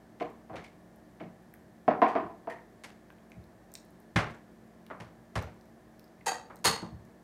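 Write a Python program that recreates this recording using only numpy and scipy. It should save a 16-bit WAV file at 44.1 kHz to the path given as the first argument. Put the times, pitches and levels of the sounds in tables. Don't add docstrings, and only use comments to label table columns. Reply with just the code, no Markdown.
import sys
import numpy as np
from scipy import signal
from scipy.io import wavfile

SR = 44100
rng = np.random.default_rng(int(sys.argv[2]) if len(sys.argv) > 2 else 0)


def master(y):
    cut = np.clip(np.atleast_2d(y).T, -1, 1)
    pcm = np.round(cut * 32767)
    wavfile.write(sys.argv[1], SR, pcm.astype(np.int16))


def boost_factor(decibels):
    exponent = np.asarray(decibels, float) / 20
    return 10 ** exponent


N = 318843


def rms_one(x):
    return x / np.sqrt(np.mean(x ** 2) + 1e-30)


def peak_one(x):
    return x / np.max(np.abs(x))


def loud_one(x):
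    return x / np.sqrt(np.mean(x[:SR // 25] ** 2))


def at_hz(points, hz):
    table_hz, values = np.array(points).T
    return np.interp(np.log(hz), np.log(table_hz), values)


def band_pass(x, low_hz, high_hz):
    return signal.sosfilt(signal.butter(2, [low_hz, high_hz], "band", fs=SR, output="sos"), x)


def as_bands(sources):
    limits_hz = 25 * 2 ** np.arange(0, 9.6, .5)
    for k, (low, high) in enumerate(zip(limits_hz, limits_hz[1:])):
        yield np.sqrt(low * high), band_pass(sources[k % 2], low, high)


def noise_bands(size):
    return as_bands(rng.standard_normal((2, size)))


def unit_click():
    return np.eye(1, SR // 4)[0] + 1e-18


def hard_click(spectrum):
    click = unit_click()
    return sum(boost_factor(at_hz(spectrum, hz)) * band for hz, band in as_bands([click, -click]))


def resonate(x, hz, width_hz):
    r = np.exp(-np.pi * width_hz / SR)
    poles = [1, -2 * r * np.cos(2 * np.pi * hz / SR), r * r]
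    return signal.lfilter([(1 - r * r) / 2, 0, (r * r - 1) / 2], poles, x)


def soften(x, cut_hz):
    r = np.exp(-2 * np.pi * cut_hz / SR)
    return signal.lfilter([(1 - r) ** 2], [1, -2 * r, r * r], x)


def dying_sine(hz, t60, size):
    t = np.arange(size) / SR
    return np.sin(2 * np.pi * hz * t) * boost_factor(-60 * t / t60)


def in_room(sound, wet_db, build_s):
    # (frequency [Hz], t60 [s])
    room_decay = [(60, 0.41), (200, 0.41), (700, 0.44), (2000, 0.36), (5000, 0.34), (10000, 0.25),
                  (15000, 0.25)]
    t = np.arange(SR // 2) / SR
    tail = sum(band * boost_factor(-60 * t / at_hz(room_decay, hz)) for hz, band in noise_bands(size=len(t)))
    near_walls = 1 + 0.73 * np.exp(-t / 0.017)
    grain_db, grain_hz = 2, 170
    clumps = boost_factor(grain_db * rms_one(soften(rng.standard_normal(len(t)), grain_hz)))
    tail = tail * clumps * near_walls * (1 - np.exp(-t / build_s))
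    wet = signal.fftconvolve(sound, tail / np.sqrt(np.sum(tail ** 2)))[:len(t)]
    direct = np.pad(sound, (0, len(t)))[:len(t)]
    return direct + boost_factor(wet_db) * wet


def add(out, s, db, sound):
    i = round(s * SR)
    out[i:i + len(sound)] += boost_factor(db) * sound[:N - i]


def background():
    # (frequency [Hz], relative level per Hz [dB])
    air_colour = [(30, -16), (60, -22.5), (110, 2), (210, -6), (420, -5), (800, -10.5), (1300, -16.5),
                  (2000, -31.5), (3000, -26), (6000, -27.5), (15000, -33.5)]
    # (frequency [Hz], width [Hz], rms level [dB])
    hum_lines = [(58.26, 7.4, -69.5), (180.7, 4, -64), (224.8, 2.56, -62), (310, 24, -65.5), (365, 17, -69),
                 (634, 43, -69), (700, 96, -70), (1744, 180, -73.5)]
    air_db = -61
    steady = .85
    air = sum(boost_factor(at_hz(air_colour, hz)) * band for hz, band in noise_bands(size=N))
    hum = np.zeros(N)
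    for hz, width, db in hum_lines:
        noise = rng.standard_normal((2, N))
        phase_steps = 2 * np.pi * hz / SR + np.sqrt(2 * np.pi * width / SR) * noise[0]
        wavering = rms_one(np.sin(np.cumsum(phase_steps)))
        rough = rms_one(resonate(noise[1], hz, width))
        hum += boost_factor(db) * (np.sqrt(steady) * wavering + np.sqrt(1 - steady) * rough)
    return boost_factor(air_db) * rms_one(air) + hum


def ticks():
    # (time [s], peak level of the body [dB], centre [Hz],
    #   width of each resonance pass [share of the centre], spit peak over body peak [dB])
    tick_list = [(1.539, -45, 1720, 0.31, 2.5), (3.103, -42.5, 1220, 0.76, -18),
                 (3.184, -58, 2200, .8, -15), (3.318, -41.5, 1780, 1.55, -26), (3.44, -57, 4000, .5, 1),
                 (3.718, -47.5, 6200, .6, -0.5), (3.739, -35.5, 9100, 0.57, -3.5),
                 (3.753, -29, 4500, 1.35, -12.5), (4.002, -60, 10100, .4, 10), (4.347, -56, 7160, .25, -14),
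                 (4.865, -49, 3000, 0.59, -3), (5.425, -43, 6000, .5, 1), (5.611, -50.5, 5700, 1.1, -10),
                 (5.995, -44.5, 4500, 0.75, -1.5), (6.042, -53, 4700, 0.3, 1), (6.079, -56, 4700, .35, -8),
                 (6.21, -50.5, 2050, 0.18, -20), (6.558, -43, 8100, 0.96, 0), (6.567, -47, 4630, 0.46, -20),
                 (6.59, -51, 7400, 0.24, -12), (7.075, -63.5, 2150, 0.2, -24)]
    faint_per_s, faint_db = 1.6, -62
    spit_hz, spit_width_hz = 12900, 5800
    out, t = np.zeros(N), np.arange(SR // 100) / SR
    chance = rng.random((round(faint_per_s * N / SR), 3))
    faint = [(u * (N / SR - .1), faint_db + 5 * v, 6000 + 6000 * w, .3, 1.5) for u, v, w in chance]
    for s, db, hz, width_share, spit_db in tick_list + faint:
        click = rng.standard_normal(len(t)) * np.exp(-t / 0.0011)
        width_hz = width_share * hz
        body = peak_one(resonate(resonate(click, hz, width_hz), hz, width_hz))
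        spit = peak_one(resonate(resonate(click, spit_hz, spit_width_hz), spit_hz, spit_width_hz))
        add(out, s, db, in_room(body + boost_factor(spit_db) * spit, wet_db=-7.5, build_s=0.005))
    return out


def thumps():
    # (time [s], peak level [dB], frequency at which the boards are woken most [Hz], t60 [s])
    thump_list = [(0.213, -42, 320, 0.13), (0.501, -40, 170, 0.4), (1.217, -37.5, 240, 0.33),
                  (2.246, -34.5, 262, 0.1), (3.367, -41, 120, 0.18), (4.158, -19.5, 140, 0.11),
                  (5.001, -38.5, 170, .2), (5.36, -26, 109, 0.18), (6.653, -34.5, 150, 0.29),
                  (6.822, -32.5, 222, 0.28), (6.915, -38, 106, 0.37)]
    # (frequency [Hz], relative level [dB], decay [share of the thump's t60])
    board_modes = [(66.8, 6, 0.86), (81.3, 1.5, 1.1), (96, -0.2, 1), (117.6, 2.5, 1.06), (150, -6, 1.7),
                   (177.6, 3, 0.89), (229.5, -3.5, 1.37), (319.4, 6.5, 0.82), (365, 5, 0.58),
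                   (457, 7, 0.82)]
    reach_db = -9.5
    out = np.zeros(N)
    for s, db, woken_hz, t60 in thump_list:
        boards = np.zeros(SR // 2)
        for k, (hz, mode_db, share) in enumerate(board_modes):
            gain = boost_factor(mode_db + reach_db * np.log2(hz / woken_hz) ** 2)
            boards += (-1) ** k * gain * dying_sine(hz, t60 * share, size=SR // 2)
        add(out, s, db, peak_one(in_room(soften(boards, 410), wet_db=-8.5, build_s=0.0046)))
    return out


def set_downs():
    # (time [s], rms level of the first 40 ms [dB], body resonance [Hz],
    #   lightness: fall below the body [dB per octave], softness: fall above it [dB per octave])
    object_list = [(.200, -48.5, 2230, 3.4, 13.4), (0.531, -43, 700, 1.1, 13.7),
                   (0.557, -48, 2040, 0.64, 10.3), (0.641, -56, 2220, 4.5, 6.8), (1.2, -54, 2210, 0.98, 19),
                   (2.082, -52.5, 2760, 2, 9.7), (2.499, -48, 1840, 7.8, 3.3),
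                   (2.837, -48, 1610, 0.37, 4.2), (4.160, -27, 1650, 0.43, 10.2),
                   (4.302, -65, 2000, 2.5, 4.9), (4.901, -42.5, 1200, 1.9, 18),
                   (5.001, -48.5, 985, 0.88, 7.7), (5.355, -34.5, 890, 0.42, 7),
                   (6.500, -49.5, 1200, 1.1, 18.6), (6.824, -47.5, 965, 1.7, 18)]
    ring_base_db, ring_db_per_lightness, ring_width_share = -22.5, 5.95, 0.083
    swell_s_per_softness = 0.00021
    contact_low_pass = signal.butter(4, 11100, fs=SR, output="sos")
    out = np.zeros(N)
    for s, db, body_hz, below_db, above_db in object_list:
        colour = [(body_hz / 2 ** 6, -6 * below_db), (body_hz, 0), (body_hz * 2 ** 6, -6 * above_db)]
        click = signal.sosfilt(contact_low_pass, hard_click(colour))
        ring_gain = boost_factor(ring_base_db + ring_db_per_lightness * below_db)
        body = click + ring_gain * resonate(click, body_hz, body_hz * ring_width_share)
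        build_s = max(swell_s_per_softness * above_db, 1e-4)
        add(out, s, db, loud_one(in_room(body, wet_db=9.0, build_s=build_s)))
    return out


def crockery():
    # (time [s], rms level of the first 40 ms [dB])
    cup_clinks = [(6.260, -28.5)]
    plate_clinks = [(6.643, -21.5)]
    # (frequency [Hz], width [Hz], relative level [dB])
    cup_modes = [(483, 14, 0.5), (748, 43, 6.5), (882, 64, 3), (1200, 118, -3.5), (1610, 150, -5.5),
                 (1900, 67, -1), (2610, 150, -6), (3170, 56, -7), (3850, 130, -9.5), (4620, 89, -0.5),
                 (5700, 560, -12), (6530, 200, -2.5), (9100, 170, -10.5), (10700, 330, -41.5),
                 (12550, 200, -20), (13000, 200, -18)]
    plate_modes = [(457, 18, -0.5), (753, 65, -13), (960, 100, -11), (1204, 11, 1), (1920, 96, -11),
                   (2030, 140, -4), (2820, 880, -7), (3830, 62, -1.5), (4290, 45, 4.5), (4410, 23, 2.5),
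                   (4530, 150, -4.5), (6550, 330, -4.5), (7330, 500, -13.5), (7940, 130, -11.5),
                   (8200, 140, -12.5), (8500, 95, -1.5), (9660, 550, -8), (11040, 370, -27.5),
                   (11630, 400, -18.5), (12500, 400, -15)]
    # (frequency [Hz], relative level per Hz [dB])
    cup_clatter = [(88, -54.5), (150, -6.5), (833, -12.5), (1050, -27), (4630, -17), (5510, -18),
                   (6810, -1), (15000, -36)]
    plate_clatter = [(88, -0.5), (150, 4.5), (468, -2), (589, -8), (787, 7.5), (4050, -8.5), (4370, -6),
                     (15000, -18)]
    pieces = ((cup_clinks, cup_modes, cup_clatter, -7), (plate_clinks, plate_modes, plate_clatter, -6))
    out, click = np.zeros(N), unit_click()
    for clinks, piece_modes, colour, clatter_db in pieces:
        for s, db in clinks:
            ring = np.zeros(len(click))
            for k, (hz, width, mode_db) in enumerate(piece_modes):
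                ring += (-1) ** k * boost_factor(mode_db) * resonate(click, hz, width)
            sound = rms_one(ring) + boost_factor(clatter_db) * rms_one(hard_click(colour))
            add(out, s, db, loud_one(in_room(sound, wet_db=21, build_s=0.0077)))
    return out


def knocks():
    # (time [s], rms level of the first 40 ms [dB],
    #   hardness: tilt of the modes about 700 Hz [dB per octave])
    knock_list = [(0.209, -33, -4), (.497, -46, -2.5), (1.206, -44.5, -5), (1.879, -20.5, -2),
                  (2.018, -18.5, -0.6), (2.153, -26.5, -0.4), (2.472, -36.5, 0)]
    # (frequency [Hz], relative level before tilt and chance [dB], t60 [s])
    panel_modes = [(194, -10.5, 0.029), (223, -17.5, 0.25), (278.4, -10.5, 0.074), (472.6, -11.5, 0.19),
                   (620, -6, .1), (663, -3, .13), (712, -2, .11), (802, -1.5, 0.033), (884, 0, 0.018),
                   (1020, 0.5, 0.012), (1252, -7, 0.028), (1540, -1.5, 0.0028), (2000, -30, 0.11),
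                   (2270, -12, 0.0015), (3270, -48.5, 0.0031), (4500, -26.5, 0.0044)]
    out, t = np.zeros(N), np.arange(SR // 2) / SR
    for s, db, tilt_db in knock_list:
        chance_db = rng.normal(0, 1.5, len(panel_modes))
        ring = np.zeros(len(t))
        for k, (hz, mode_db, t60) in enumerate(panel_modes):
            gain = boost_factor(mode_db + chance_db[k] + tilt_db * np.log2(hz / 700))
            ring += (-1) ** k * gain * dying_sine(hz, t60, size=len(t))
        ring = band_pass(ring, 150, 3500)
        slap = ring * np.exp(-t / .006)
        add(out, s, db, loud_one(in_room(slap, wet_db=5.5, build_s=0.0049) + ring - slap))
    return out


def scene():
    return (background() + ticks() + thumps() + set_downs() + crockery() + knocks())[None]


def band_limit(x):
    return signal.sosfilt(signal.butter(12, 15570, fs=SR, output="sos"), x)


def record(dry):
    x = signal.sosfilt(signal.butter(2, 40, "high", fs=SR, output="sos"), dry)
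    x = x + boost_factor(-7.5) * resonate(x, hz=2120, width_hz=480)
    step_hz, treble_db = 2460, -2.5
    low_pass = signal.butter(3, step_hz, "low", fs=SR, output="sos")
    high_pass = signal.butter(3, step_hz, "high", fs=SR, output="sos")
    lows = signal.sosfilt(low_pass, signal.sosfilt(low_pass, x))
    highs = signal.sosfilt(high_pass, signal.sosfilt(high_pass, x))
    mix = lows - boost_factor(treble_db) * highs
    return band_limit(mix)


dry = scene()
out = record(dry)
master(out)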